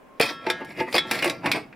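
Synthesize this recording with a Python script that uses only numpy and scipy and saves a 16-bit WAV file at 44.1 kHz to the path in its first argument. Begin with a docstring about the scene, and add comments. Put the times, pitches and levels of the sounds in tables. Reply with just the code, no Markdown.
"""A small boat galley, stereo microphone close to a wooden rack being filled with enamel plates.
Over quiet room tone the first plate glides in with a faint whine. At 0.2 s it knocks home: the rack
thuds, the steel clacks, clinks and rings on, and the near walls add a short echo. Rims scrape and
chatter between further knocks, plates land with a boom of the wood, and the cabinet's rumble grows.
The last sharp clinks come at about 1.5 s, then one faint touch."""
import sys
import numpy as np
from scipy import signal
from scipy.fft import rfft, irfft
from scipy.io import wavfile
from scipy.ndimage import uniform_filter1d, map_coordinates

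SR = 44100
rng = np.random.default_rng(int(sys.argv[2]) if len(sys.argv) > 2 else 0)


def transcribe(u):
    """Save the signal u as a 16-bit wav file named by the first command-line argument.

    u: samples, shape (n,) or (channels, n), limited to [-1, 1]; the rate is SR.
    q: integer samples, one column per channel.
    """
    v = np.clip(np.atleast_2d(u).T, -1, 1)
    q = np.round(v * 32767).astype(np.int16)
    wavfile.write(sys.argv[1], SR, q)


N = 77175
TIME = np.arange(N) / SR


def from_db(db):
    """Decibels to gain."""
    return 10 ** (np.asarray(db) / 20)


def rms(x):
    """Root mean square."""
    return np.sqrt(np.mean(x ** 2) + 1e-20)


def decay(t, t60_s):
    """A fall of 60 dB every t60_s."""
    return np.exp(-np.log(1000) * t / t60_s)


def stereo(mid, side, side_db):
    """Left and right from mid and side."""
    return mid + from_db(side_db) * side * np.array([[1], [-1]])


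def add(out, start_s, sound):
    """Mix a sound in at start_s."""
    i = int(np.clip(start_s * SR, 0, N - 1))
    out[..., i:i + sound.shape[-1]] += sound[..., :N - i]


def through(x, response):
    """Pass a sound through a stereo response."""
    return signal.fftconvolve(np.atleast_2d(x), response, axes=1)[:, :N]


def gain_at(spectrum, hz):
    """Gain of a spectrum at these frequencies."""
    points_hz, db = np.transpose(spectrum)
    return from_db(np.interp(np.log(hz + 1), np.log(points_hz), db))


def ring(modes):
    """Free decay of modes (pitch_hz, level_db, t60_s), each starting with either sign."""
    t = TIME[:N // 3]
    return sum(np.sqrt(2) * from_db(db) * decay(t, t60_s) * np.sin(2 * np.pi * hz * t)
               * rng.choice([-1, 1]) for hz, db, t60_s in modes)


# Spectrum of the galley's background: frequency_hz, gain_db
ROOM_TONE = [(25, -10), (90, -15), (250, -4), (620, -5), (1300, -14), (2500, -20.5), (4200, -35),
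             (16000, -40.5)]

def room_tone(level_db=-51.5):
    """Quiet, dark noise all around the microphone."""
    noise = stereo(*rng.standard_normal((2, N)), side_db=-3.5)
    hz = np.arange(N // 2 + 1) * SR / N
    noise = irfft(rfft(noise) * gain_at(ROOM_TONE, hz), N)
    return from_db(level_db) * noise / rms(noise)


# Course of the first plate's whine: time_s, pitch_hz, level_db
GLIDE = [(0, 1030, -61), (.16, 1070, -52), (.25, 1100, -72)]

def whine(waver_hz=12):
    """The first plate glides in with a thin, wavering, rising tone."""
    time_s, hz, db = np.transpose(GLIDE)
    waver = uniform_filter1d(rng.standard_normal(N), size=300)
    pitch_hz = np.interp(TIME, time_s, hz) + waver_hz * waver / rms(waver)
    level = from_db(np.interp(TIME, time_s, db)) * (TIME < time_s[-1])
    return level * np.sin(2 * np.pi * np.cumsum(pitch_hz) / SR)


# Rise and fall of the cabinet's rumble: time_s, level_db
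RUMBLE_LEVELS = [(.1, -75), (.35, -52.5), (.8, -47), (1.3, -43.5), (1.75, -52.5)]

def cabinet_rumble(band_hz=(125, 313)):
    """The wooden cabinet rumbles while the hand works the plates."""
    band = signal.butter(2, band_hz, "band", fs=SR, output="sos")
    noise = signal.sosfilt(band, rng.standard_normal(N))
    level_db = np.interp(TIME, *np.transpose(RUMBLE_LEVELS))
    return from_db(level_db) * noise / rms(noise)


# Spectra of the rack's thud and the plates' clack, clink and tick: frequency_hz, gain_db
THUD = [(60, -24.5), (125, -11.5), (200, -1.5), (380, 0.5), (650, 2), (950, -5.5), (1300, -7.5)]
CLACK = [(1100, -14.5), (1550, -3.5), (1950, 1.5), (2200, 2.5), (2550, 2), (2800, -4.5), (3000, -34)]
CLINK = [(2950, 1.5), (3400, 5), (4000, -0.5), (4600, 2.5), (5300, -1.5), (6300, -13)]
TICK = [(6200, -3), (7500, -1), (8500, -1), (10500, 2.5), (12500, -7.5), (14500, 0), (16000, -24)]
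# Those four families of damped modes, in that order: spectrum, t60_s, side_db
FAMILIES = [(THUD, 0.059, -18), (CLACK, 0.061, -20.5), (CLINK, 0.056, -12.5), (TICK, 0.05, -5)]

def damped_modes(count=42):
    """Dense, unevenly spaced modes of wood and steel; yields (modes, side_db) for each family."""
    t = TIME[:N // 6]
    for spectrum, t60_s, side_db in FAMILIES:
        low_hz, high_hz = spectrum[0][0], spectrum[-1][0]
        hz = low_hz + (high_hz - low_hz) * (np.arange(count) + rng.random(count)) / count
        life_s = t60_s * np.exp(rng.uniform(-.6, .6, count))
        tones = np.sin(2 * np.pi * hz[:, None] * t)
        yield gain_at(spectrum, hz)[:, None] * decay(t, life_s[:, None]) * tones, side_db


def strike(modes, side_db, spread_db=3, grip_shift=.05):
    """A touch at a new spot gives each mode its own strength; grip and support detune them a little."""
    shape = (2, len(modes))
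    strengths = rng.choice([-1, 1], shape) * from_db(spread_db * rng.standard_normal(shape))
    detune = 1 + grip_shift * rng.uniform(-1.055, 1)
    steps = np.arange(modes.shape[1]) * detune
    mid, side = (map_coordinates(x, [steps], order=3) for x in strengths @ modes)
    sound = stereo(mid, side, side_db)
    return sound / rms(sound[:, :265])  # rms 1 over the first 6 ms


def wood_onset(sound, swell_s=.0013):
    """The rack takes a moment to start moving."""
    return sound * (1 - np.exp(-TIME[:sound.shape[-1]] / swell_s))


# A rim touches the rack or another plate: start_s, thud_db, clack_db, clink_db, tick_db
RIM_CONTACTS = [(0.1987, -53, -22.5, -42, -33), (.2010, -15, -29, -29.5, -45), (.2113, -39, -24, -25, -28),
                (0.2232, -52, -23, -25.5, -60), (0.291, -66, -32, -49, -63), (0.307, -28, -43, -41, -66),
                (.4660, -35, -26.5, -37.5, -53), (0.5008, -26.5, -21.5, -25, -34.5),
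                (0.648, -52, -56, -54, -54), (.8020, -52, -33.5, -38.5, -63), (.9270, -34, -35, -33, -43),
                (0.9431, -18.5, -24.5, -38, -37), (.9523, -20.5, -23, -31, -31),
                (.9630, -20.5, -23.5, -24.5, -39), (.9815, -24.5, -21, -23, -34),
                (1.1121, -23.5, -21, -25.5, -28), (1.19, -68, -31, -33.5, -45),
                (1.2240, -30.5, -25, -32.5, -37), (1.244, -23, -24, -31.5, -31),
                (1.2570, -21.5, -25.5, -49, -37), (1.277, -31.5, -30.5, -32.5, -40.5),
                (1.2975, -43, -28, -29, -35), (1.4598, -37, -25, -32.5, -41),
                (1.5161, -45, -21.5, -23, -30.5), (1.7270, -76, -45, -63, -83)]

def rim_contacts(families, crack_hz=2800, crack_above_tick_db=18, crack_t60_s=.002):
    """Each contact strikes all four families and opens with a sharp crack of hard enamel."""
    out = np.zeros((2, N))
    for start_s, *levels_db in RIM_CONTACTS:
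        thud, clack, clink, tick = (from_db(db) * strike(*f) for db, f in zip(levels_db, families))
        add(out, start_s, wood_onset(thud) + clack + clink + tick)
        add(out, start_s, ring([(crack_hz, levels_db[-1] + crack_above_tick_db, crack_t60_s)]))
    return out


# Short, bright notes of a rim: start_s, pitch_hz, half_width_hz, level_db
RIM_CLANKS = [(0.1993, 2480, 146, -20), (0.224, 2406, 116, -25), (0.2533, 2480, 68.3, -28),
              (0.942, 4720, 258, -23), (1.225, 2492, 325, -21), (1.5175, 2390, 129, -25),
              (1.53, 2280, 178, -24.5)]

def rim_clanks(t60_s=.13, count=5):
    """A struck rim sounds a cluster of close modes that beat against each other."""
    out = np.zeros(N)
    fade = decay(TIME, t60_s)
    for start_s, pitch_hz, half_width_hz, level_db in RIM_CLANKS:
        offsets = np.linspace(-1, 1, count) + rng.uniform(-1.12, 1, count) / count
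        clank = fade * sum(np.sin(2 * np.pi * hz * TIME) * rng.uniform(.14, 1) * (-1) ** k
                           for k, hz in enumerate(pitch_hz + half_width_hz * offsets))
        add(out, start_s, from_db(level_db) * clank * rms(fade) / rms(clank))
    return out


# Single modes of the rack or a plate: start_s, pitch_hz, level_db, t60_s
SINGLE_MODES = [(.2025, 455, -15, .075), (.2105, 705, -23, .1), (.2113, 4400, -29, .15),
                (.2113, 4592, -40, .38), (.2113, 5233, -35.5, .42), (.5005, 1319, -35, .25),
                (.5005, 3575, -28, .13), (.9815, 2195, -21, .09), (.9815, 3392, -17.5, .135),
                (.9815, 3844, -32, .19), (1.1880, 4280, -36, .09), (1.2975, 3880, -30, .08)]

def pings():
    """A contact sets one mode ringing above the rest."""
    out = np.zeros(N)
    for start_s, *mode in SINGLE_MODES:
        add(out, start_s, ring([mode]))
    return out


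def shimmer(low_hz=2900, high_hz=9000, db_per_octave=-14, t60_s=.42, count=24):
    """The many weak high partials of enamelled steel; starts at rms 1."""
    hz = low_hz * (high_hz / low_hz) ** ((np.arange(count) + rng.random(count)) / count)
    db = db_per_octave * np.log2(hz / low_hz) + rng.uniform(-6, 6, count)
    return ring(zip(hz, db, np.full(count, t60_s))) / np.linalg.norm(from_db(db))


# Free modes of the held, middle and back plates: pitch_hz, gain_db, t60_s
HELD_MODES = [(1109, -12, 2), (1340, -2.5, 1.6), (1809, -8, 1), (2562, -7, .45), (2632, -11, .9),
              (3203, -12, .9), (3262, -4, .8), (3712, -7, .6)]
MIDDLE_MODES = [(1448, -8, .7), (1653, 0, 1.2), (1820, -4, .8), (2119, -6, .9), (3063, -12, .7)]
BACK_MODES = [(1366, 0, 1.3), (1833, 1, .5), (2181, 2, .45), (2354, -1, .8), (2530, -5, .6)]
# Knocks that ring the plates: start_s, free_s, held_db, middle_db, back_db, shimmer_db
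HARD_KNOCKS = [(.2115, .3, -35.5, -43.5, -70, -40), (.5005, .17, -53, -37.5, -65, -42.5),
               (.9815, .14, -39, -44, -56, -42), (1.1120, .3, -53, -53, -40, -46)]

def ringing_plates(damped_t60_s=.25):
    """A hard knock leaves three plates ringing until a touch damps them, free_s later."""
    out = np.zeros(N)
    for start_s, free_s, *levels_db, shimmer_db in HARD_KNOCKS:
        sound = from_db(shimmer_db) * shimmer()
        for modes, db in zip((HELD_MODES, MIDDLE_MODES, BACK_MODES), levels_db):
            sound += from_db(db) * ring(modes)
        touched_s = np.maximum(TIME[:len(sound)] - free_s, 0)
        add(out, start_s, sound * decay(touched_s, damped_t60_s))
    return out


# A rim slides and chatters: peak_s, swell_s, t60_s, thud_db, clack_db, clink_db, tick_db
RIM_SLIDES = [(0.229, 0.0057, 0.24, -27.5, -30, -33.5, -36),
              (0.293, 0.051, 0.091, -38.5, -45, -32.5, -49.5), (.489, 0.068, 0.27, -32, -34, -46, -58),
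              (.617, 0.043, .097, -35, -41, -57, -66), (0.702, 0.055, 0.15, -45, -41.5, -52, -57.5),
              (0.803, 0.046, 0.16, -27.5, -27.5, -42.5, -50),
              (0.882, 0.024, 0.056, -32.5, -33.5, -51.5, -59),
              (0.963, 0.054, 0.086, -29.5, -31.5, -35.5, -39.5),
              (1.142, 0.062, 0.36, -32.5, -30, -36, -41.5), (1.263, 0.14, 0.34, -27, -33, -40, -51.5),
              (1.459, 0.027, 0.26, -22.5, -26.5, -41, -49), (1.547, 0.027, 0.2, -25, -28.5, -35.5, -45)]

def rim_scrapes(families, slips_per_s=520, spread_db=3):
    """A sliding rim sticks and slips: dense, uneven clicks drive the damped modes."""
    out = np.zeros((2, N))
    for peak_s, swell_s, t60_s, *levels_db in RIM_SLIDES:
        swell = np.exp(2 * np.minimum(TIME - peak_s, 0) / swell_s)
        pressure = swell * decay(np.maximum(TIME - peak_s, 0), t60_s)
        for db, family in zip(levels_db, families):
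            sizes = from_db(spread_db * np.minimum(rng.exponential(1, N), 3))
            slips = sizes * rng.choice([-1, 1], N) * (rng.random(N) < slips_per_s / SR)
            scrape = through(slips * pressure, strike(*family))
            out += from_db(db) * scrape * rms(pressure) / rms(scrape)
    return out


# Free modes of the wooden rack: pitch_hz, gain_db, t60_s
RACK_MODES = [(262, -9, .25), (340, -3, .16), (364, 2, .22), (497, -5, .16), (657, -5, .18), (886, 3, .2)]
# A plate drops into its slot: start_s, level_db
SLOT_LANDINGS = [(.4690, -27.5), (.6120, -38.5), (.8050, -26.5), (.9523, -38), (1.0500, -42), (1.2570, -35),
                 (1.4400, -34)]

def rack_booms():
    """The rack booms under each landing plate."""
    out = np.zeros(N)
    for start_s, level_db in SLOT_LANDINGS:
        add(out, start_s, from_db(level_db) * wood_onset(ring(RACK_MODES)))
    return out


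def galley_echo(sound, t60_s=.28, level_db=-14, dull_hz=3900, delay_s=.004):
    """Dense, slightly dull reflections from near walls reach the microphone just after the sound."""
    tail = stereo(*rng.standard_normal((2, N)), side_db=-6.5) * decay(TIME, t60_s) * (TIME > delay_s)
    tail /= rms(tail) * np.sqrt(N)
    dull = signal.butter(2, dull_hz, fs=SR)
    return from_db(level_db) * through(sound, signal.lfilter(*dull, tail))


def scene(bass_cut_hz=116):
    """The galley from beside the rack; a high-pass leaves the knocks and clatter without their deepest bass."""
    families = list(damped_modes())
    clatter = whine() + rim_contacts(families) + rim_scrapes(families)
    ringing = rim_clanks() + pings() + ringing_plates() + rack_booms()
    bass_cut = signal.butter(3, bass_cut_hz, "high", fs=SR, output="sos")
    dishes = signal.sosfilt(bass_cut, clatter + galley_echo(clatter) + ringing)
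    return room_tone() + cabinet_rumble() + dishes


def record(dry, stop_hz=16800):
    """The microphone signal loses its highest treble to a steep low-pass."""
    return signal.sosfilt(signal.cheby2(16, 60, stop_hz, fs=SR, output="sos"), dry)


dry = scene()
out = record(dry)
transcribe(out)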